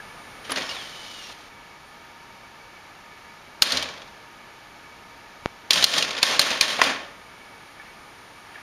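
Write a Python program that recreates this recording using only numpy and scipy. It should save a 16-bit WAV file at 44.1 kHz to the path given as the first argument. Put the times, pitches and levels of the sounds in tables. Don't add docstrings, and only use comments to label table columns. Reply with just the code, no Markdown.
import sys
import numpy as np
from scipy import signal
from scipy.fft import rfft, irfft
from scipy.io import wavfile
from scipy.ndimage import uniform_filter1d

SR = 44100
rng = np.random.default_rng(int(sys.argv[2]) if len(sys.argv) > 2 else 0)


def inscribe(sig):
    pcm = np.round(np.clip(np.atleast_2d(sig).T, -1, 1) * 32767)
    wavfile.write(sys.argv[1], SR, pcm.astype(np.int16))


def voltage_ratio(decibels):
    exponent = np.asarray(decibels, float) / 20
    return 10 ** exponent


N = 380141

# frequency_hz, density_db
PLASTIC = [(35, -53), (60, -28), (233, -7), (354, -9.5), (566, -4), (822, -5), (4320, -4), (6580, -11),
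           (7940, -16), (9350, -17), (13300, -28.5), (14900, -30), (16000, -66)]
# frequency_hz, level_db, t60_s
TRAY_MODES = [(3200, 9, .03), (3640, 6, .03), (4320, -22, .05), (4350, -19, .04), (5000, -29, .04),
              (6230, -24, .04), (6300, -1, .03), (10240, -25, .04)]
# time_s, level_db
VENT_LEVEL = [(0, -59.5), (.45, -57.5), (1.4, -72), (1.75, -90), (1.88, -62), (2.1, -92), (3.5, -72),
              (5.6, -81), (7.1, -65.5), (8.62, -62.5)]


def evened(x):
    return x / np.sqrt(np.mean(x ** 2) + 1e-20)


def add(mix, start_s, sound):
    part = mix[round(start_s * SR):][:len(sound)]
    part += sound[:len(part)]


def colour(x, points):
    f, db = np.transpose(points)
    hz = np.fft.rfftfreq(len(x), 1 / SR)
    gain_db = np.interp(np.log(hz + 1), np.log(f + 1), db)
    return irfft(rfft(x) * voltage_ratio(gain_db), len(x))


def bands(x, edges_hz):
    hz = np.fft.rfftfreq(len(x), 1 / SR)
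    below = [0] + [1 / (1 + (hz / edge) ** 8) for edge in edges_hz] + [1]
    spectrum = rfft(x)
    return [evened(irfft(spectrum * (upper - lower), len(x))) for lower, upper in zip(below, below[1:])]


def resonate(x, hz, width_hz):
    turn = np.exp(2j * np.pi * np.cumsum(hz * np.ones(len(x))) / SR)
    r = np.exp(-np.pi * width_hz / SR)
    smooth = signal.lfilter([1 - r], [1, -r], x / turn)
    return 2 * (turn * smooth).real


def ring(hz, t60, t):
    return voltage_ratio(-60 * t / t60) * np.sin(2 * np.pi * hz * t)


def fans():
    # frequency_hz, density_db
    hiss_spectrum = [(12, -39), (20, -6), (168, -3.5), (574, -5), (923, -1.5), (1000, -5.5), (1220, -2.5),
                     (1860, -7), (2260, -5.5), (2460, -7.5), (6720, -18.5), (7950, -26), (10800, -24.5),
                     (14700, -33), (16000, -64)]
    # time_s, level_db
    hiss_level = [(0, -41.5), (.45, -41), (1.5, -44.5), (8.62, -44)]
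    # frequency_hz, width_hz, level_db
    case_modes = [(840, 40, -17), (931, 60, -15), (1230, 80, -11), (1730, 100, -11), (2260, 70, -11),
                  (4520, 80, -23)]
    t = np.arange(N) / SR
    air = rng.standard_normal((2, N))
    case = 0
    for hz, width_hz, db in case_modes:
        sung = resonate(resonate(air[1], hz, width_hz), hz, width_hz)
        case = case + voltage_ratio(db) * evened(sung)
    turned_db = np.interp(t, *np.transpose(VENT_LEVEL)) + 70
    blade = voltage_ratio(-60 - 0.37 * turned_db) * np.sqrt(2) * np.sin(2 * np.pi * 931.5 * t)
    hiss = evened(colour(air[0], hiss_spectrum))
    return voltage_ratio(np.interp(t, *np.transpose(hiss_level))) * (hiss + case) + blade


def vent():
    air = resonate(resonate(rng.standard_normal(N), 9500.0, 2500.0), 9500.0, 2500.0)
    air = air + 1.3 * resonate(air, 9570.0, 150.0) + 1.2 * resonate(air, 12000.0, 120.0)
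    return voltage_ratio(np.interp(np.arange(N) / SR, *np.transpose(VENT_LEVEL))) * evened(air)


def knocks(mix):
    # start_s, peak_db, ring_hz, t60_s
    knock_rows = [(0.0012, -24, 1670, 0.03), (0.496, -20, 1230, 0.051), (0.509, -30.5, 267, 0.34),
                  (0.52, -13.5, 10330, 0.015), (.565, -30.5, 530, 0.26), (0.694, -24, 2840, 0.083),
                  (.712, -26, 2900, 0.059), (.712, -28, 2270, .08), (3.6215, -6, 4700, 0.027),
                  (3.621, -12, 1540, 0.022), (3.6226, -17, 4300, 0.023), (3.6227, -13, 1290, 0.03),
                  (3.72, -39, 75, 0.75), (3.74, -40, 140, 0.6), (3.72, -32.5, 262, 0.41),
                  (5.76, -39, 64, .4), (5.74, -34, 174, 0.44), (5.949, -40.5, 164, 0.75),
                  (6.2285, -4, 2600, 0.018), (6.6102, -2.5, 2400, 0.026), (6.792, -2.5, 680, 0.013),
                  (6.792, -22, 1070, 0.1), (6.8163, -1, 1080, 0.023), (6.8161, 2.5, 1960, 0.018),
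                  (6.86, -28.5, 270, 0.38), (7.798, -33, 1740, 0.072), (7.797, -39, 2250, 0.15),
                  (8.556, -28.5, 1740, 0.045), (8.555, -38, 2300, 0.066)]
    t = np.arange(12000) / SR
    for start_s, db, hz, t60 in knock_rows:
        add(mix, start_s, voltage_ratio(db) * ring(hz, t60, t) * (1 - np.exp(-t * hz)))


def shaking(t):
    # start_s, strength_db, gain_recovery_s, dullness_db, damping_factor
    jolts = [(0.496, -30, 0.027, 5, 1.3), (.558, -28, .005, 5.5, 0.93), (.69, -35.5, .005, 2, 0.58),
             (3.62, -13.5, 0.12, 0.5, 0.95), (5.707, -17.5, 0.061, 0, 0.56), (5.843, -12.5, 0.13, -2, 0.86),
             (5.98, -23, 0.0089, -9.5, 4.8), (6.228, -10, 0.096, 0, 1.28), (6.396, -17, 0.034, -1, 2.1),
             (6.46, -17.5, 0.059, 3, 1.18), (6.61, -18.5, 0.016, -1.5, 2.1), (6.67, -21.5, 0.048, 2, 0.94),
             (6.789, -31.5, .005, 13, 0.82), (6.815, -14.5, 0.067, 5, 1.42)]
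    # start_s, end_s, level_db, dullness_db
    slides = [
        (0.444, .5, -41.5, 6),
        (.6, 1.33, -41.5, -2.5),
        (1.328, 1.485, -49.5, 0),
        (6.04, 6.8, -38.5, 9),
    ]
    slide_band_db = (-10, -5, -1.9, -15)
    # level (dB), share of dullness, dying (dB per s)
    level_db, dull_share = (-9.5, -4.5, -0.4, -13.5), (0.61, 0.73, -0.4, -0.37)
    dying_db_per_s, recover_db_per_s = (68, 86.4, 100, 141), 141
    power, duck_db = np.zeros((4, len(t))), np.zeros(len(t))
    for start_s, db, recovery_s, dull_db, damping in jolts:
        age = np.maximum(t - start_s, 0)
        first_db = db + np.add(level_db, np.multiply(dull_share, dull_db))
        jolt_db = first_db[:, None] - damping * np.outer(dying_db_per_s, age)
        power += (t > start_s) * voltage_ratio(2 * jolt_db)
        dip_db = recover_db_per_s * np.minimum(age - recovery_s, 0)
        duck_db = np.minimum(duck_db, (t > start_s) * dip_db)
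    for start_s, end_s, db, dull_db in slides:
        sliding = (t > start_s) & (t < end_s)
        band_db = db + np.multiply(dull_share, dull_db) + slide_band_db
        power += sliding * voltage_ratio(2 * band_db)[:, None]
    return np.sqrt(abs(uniform_filter1d(power * voltage_ratio(2 * duck_db), 8, axis=1)))


def shudder():
    # frequency_hz, width_hz, level_db
    body_modes = [(268, 37, -6), (561, 93, 0), (1097, 22, 8), (1800, 26, 6.5), (2100, 32, -15),
                  (2480, 37, -6)]
    t = np.arange(N) / SR
    ticks_per_s = 1200
    ticks = voltage_ratio(3.6 * np.minimum(rng.exponential(1, N), 4)) * (rng.random(N) < ticks_per_s / SR)
    dying = voltage_ratio(-120 * np.arange(1500) / SR / 0.03)
    power = abs(signal.oaconvolve(ticks ** 2, dying)[:N])
    grit = evened(np.sqrt(power / power.mean() + 0.9) * rng.standard_normal(N))
    tray = sum(voltage_ratio(db) * resonate(grit, hz, 130.0) for hz, db, _ in TRAY_MODES)
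    body = sum(voltage_ratio(db) * resonate(grit, hz, width_hz) for hz, width_hz, db in body_modes)
    parts = bands(colour(grit + 0.3 * tray + 0.6 * body, PLASTIC), (1200, 2800, 7900))
    coarse = t[::44]
    return sum(np.interp(t, coarse, level) * part for level, part in zip(shaking(coarse), parts))


def strike(start_s, peak_db, hz, thud_db, fizz_db, t60, rise_s, ringing):
    t = np.arange(6000) / SR
    thud, crack, fizz = bands(colour(rng.standard_normal(len(t)), PLASTIC), (2500, 7900))
    crack = evened(crack + 0.5 * resonate(crack, hz, 2700.0))
    detune = rng.uniform(1.0, 1.05, len(TRAY_MODES))
    modes = sum(voltage_ratio(db) * ring(f * d, 0.4 * t60, t) for (f, db, _), d in zip(TRAY_MODES, detune))
    tones = 0.36 * modes + 4.0 * ring(hz, 0.76 * t60, t)
    body = crack * voltage_ratio(-60 * t / t60) + ringing * tones
    thud = voltage_ratio(thud_db - 60 * t / (1.96 * t60)) * thud
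    fizz = voltage_ratio(fizz_db - 60 * t / (0.92 * t60)) * fizz
    return start_s, voltage_ratio(peak_db) * (body + thud + fizz) * (1 - np.exp(-t / rise_s))


def rattles(mix):
    # start_s, peak_db, ring_hz, thud_db, fizz_db
    latch = [(0.45, -32, 3000, -11, -23), (0.4952, -28.5, 1570, 9.5, -15), (0.506, -31, 5900, -5, 6),
             (0.5172, -15, 4650, -3, -11), (0.5596, -13.5, 1570, -13, -30), (0.5718, -16, 1900, -2.5, -25),
             (0.6107, -24, 3100, -2, -26), (0.6193, -20.5, 1950, -7, -27), (0.692, -21, 5340, -20, -32),
             (0.7135, -28, 2930, -13, -32), (0.7653, -31, 2520, 6, -25), (1.295, -30.5, 2650, 0, -34)]
    bounces = [
        (3.6278, -14.5, 5000, -24, 0),
        (3.6721, -20, 3860, -11, -13),
        (3.72, -8, 4270, -14, -12),
        (3.7707, -7, 4060, -19, -20),
        (3.825, -14.5, 3080, -9.5, -12),
        (3.8878, -23, 2340, -13, -26),
        (3.937, -32, 3820, 1, -22),
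        (3.9754, -31, 3400, -10, -25),
        (4.0175, -30, 3330, -6, -28),
        (4.0744, -36, 1730, -23.5, -22),
    ]
    clatter = [(5.7316, -3, 4680, -21, -13), (5.7572, -14, 3200, -21, -12), (5.778, -10, 3520, -11.5, -24),
               (5.825, -4.5, 3920, -12.5, -19), (5.9374, -8.5, 3060, -9, -24), (5.98, -7, 3200, -18, -15),
               (6.024, -6, 2800, -16, -19), (6.0845, -28, 4130, -12, -12), (6.1065, -15.5, 2450, -10, -18),
               (6.13, -21, 3700, -9, -29), (6.149, -20.5, 2580, -5, -29), (6.167, -17.5, 3480, -6, -32),
               (6.178, -17, 3030, -8, -20), (6.1852, -16.5, 2420, -6.5, -20), (6.218, -20, 2500, -6, -35),
               (6.414, -8, 1760, -17, -10), (6.5135, -14.5, 2880, -2, -29), (6.634, -27, 4610, -16, -12),
               (6.7, -20, 3440, -19, -29), (6.771, -39, 5000, -9, -6), (6.795, -33, 5000, -11, -3),
               (6.8373, -10.5, 3580, -8, -10)]
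    for row in latch + bounces + clatter:
        add(mix, *strike(*row, t60=0.045, rise_s=0.0006, ringing=0.25))


def whistle(rows, width_hz):
    s, hz, db = np.transpose(rows)
    t = np.arange(s[0], s[-1], 1 / SR)
    pitch = np.interp(t, s, hz)
    blurred = evened(resonate(rng.standard_normal(len(t)), pitch, width_hz))
    wander = uniform_filter1d(uniform_filter1d(rng.standard_normal(len(t)), 700), 700)
    stutter_db = 1.5 * evened(wander)
    tone = 1.2 * np.sin(2 * np.pi * np.cumsum(pitch) / SR) + 0.8 * blurred
    return s[0], voltage_ratio(np.interp(t, s, db) + stutter_db) * tone * signal.windows.tukey(len(t), 0.1)


def motor(mix):
    # time_s, pitch_hz, level_db
    main_gear = [(.6, 5300, -50), (.69, 5330, -40), (.715, 4700, -43), (.74, 4050, -42.5), (.78, 3450, -44),
                 (.85, 3030, -46), (1.12, 2990, -47.5), (1.25, 2780, -48), (1.33, 2600, -52)]
    upper_partial = [(.98, 4850, -60), (1.2, 5500, -58), (1.23, 5620, -48), (1.28, 5600, -51)]
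    rack_tone = [(1.0, 3750, -52), (1.15, 3680, -52), (1.3, 3480, -51)]
    add(mix, *whistle(main_gear, width_hz=60))
    add(mix, *whistle(upper_partial, width_hz=90))
    add(mix, *whistle(rack_tone, width_hz=70))


def squeak(mix):
    # time_s, pitch_hz, level_db
    squeak_curve = [(1.92, 14100, -84), (1.95, 14500, -78), (1.98, 14600, -76), (2.02, 13600, -75),
                    (2.06, 13050, -74), (2.11, 13300, -74), (2.145, 13000, -78)]
    add(mix, *whistle(squeak_curve, width_hz=25.0))


def paw_blows(mix):
    # start_s, peak_db, ring_hz, thud_db, fizz_db
    blow_rows = [
        (3.6214, 7.5, 4510, -24.5, -20),
        (5.7073, 6.5, 4150, -23, -16.5),
        (5.8417, 7, 4160, -25, -12),
        (6.2294, 6, 4250, -14.5, -14.5),
        (6.3941, 5.5, 4120, -13.5, -9.5),
        (6.6103, 5.5, 3200, -21, -13),
        (6.816, 2, 1710, -5, -33),
    ]
    for row in blow_rows:
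        add(mix, *strike(*row, t60=0.022, rise_s=0.000037, ringing=0.19))


def pop(start_s, peak_db):
    t = np.arange(-20, 600) / SR
    push = np.where(t < 0, np.exp(t / 0.00004), np.exp(-t / 0.00019))
    back = (t > 0) * (np.exp(-t / 0.0015) - np.exp(-t / 0.00092))
    pressure = np.convolve(push - 0.29 * back, np.hanning(7) / 3, "same")
    return start_s - 20 / SR, voltage_ratio(peak_db) * pressure


def pops(mix):
    # start_s, peak_db
    pop_rows = [
        (3.6212, -8.5),
        (5.4592, 2.5),
        (5.7075, -33),
        (6.2302, -6),
        (6.3947, -7),
        (6.6103, -31),
    ]
    for row in pop_rows:
        add(mix, *pop(*row))


def scuffs(mix):
    # time_s, level_db
    scuff_curves = [
        [(7.78, -60), (7.8, -48), (7.88, -49), (7.95, -62)],
        [(8.5, -52), (8.56, -42), (8.6, -44), (8.62, -46)],
    ]
    for rows in scuff_curves:
        s, db = np.transpose(rows)
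        t = np.arange(s[0], s[-1], 1 / SR)
        brush = resonate(resonate(rng.standard_normal(len(t)), 1550.0, 1600.0), 1550.0, 1600.0)
        add(mix, s[0], voltage_ratio(np.interp(t, s, db)) * evened(brush))


def room(x):
    # frequency_hz, t60_s
    room_decay = [(200, 0.23), (1000, 0.61), (4000, 0.68), (12000, 0.15)]
    hz, t, z = signal.stft(rng.standard_normal(SR // 2), SR, nperseg=256)
    t60 = np.interp(hz, *np.transpose(room_decay))[:, None]
    tail = signal.istft(z * voltage_ratio(-60 * t / t60), SR, nperseg=256)[1]
    tail = np.concatenate([np.zeros(150), tail])
    return signal.fftconvolve(x, tail / np.linalg.norm(tail))[:N]


def scene():
    hard, light, rest = np.zeros((3, N))
    knocks(rest)
    rattles(light)
    motor(rest)
    squeak(rest)
    paw_blows(hard)
    struck = voltage_ratio(-6.0) * hard + voltage_ratio(-5.5) * light + rest
    mix = struck + voltage_ratio(-20.0) * room(struck) + fans() + vent() + shudder()
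    pops(mix)
    scuffs(mix)
    return mix[None]


def roll_off(x):
    return signal.sosfilt(signal.butter(12, 16470, fs=SR, output="sos"), x)


def record(dry):
    # frequency_hz, gain_db
    recorder_response = [(15, -6), (30, 0), (6900, 0), (7600, -5), (7900, -27), (8200, -5), (8800, 0),
                         (15100, 0), (15500, -13), (16600, -28)]
    limited = 0.97 * np.tanh(dry[0] / 1.4)
    heard = colour(limited, recorder_response)[None]
    return roll_off(heard)


dry = scene()
out = record(dry)
inscribe(out)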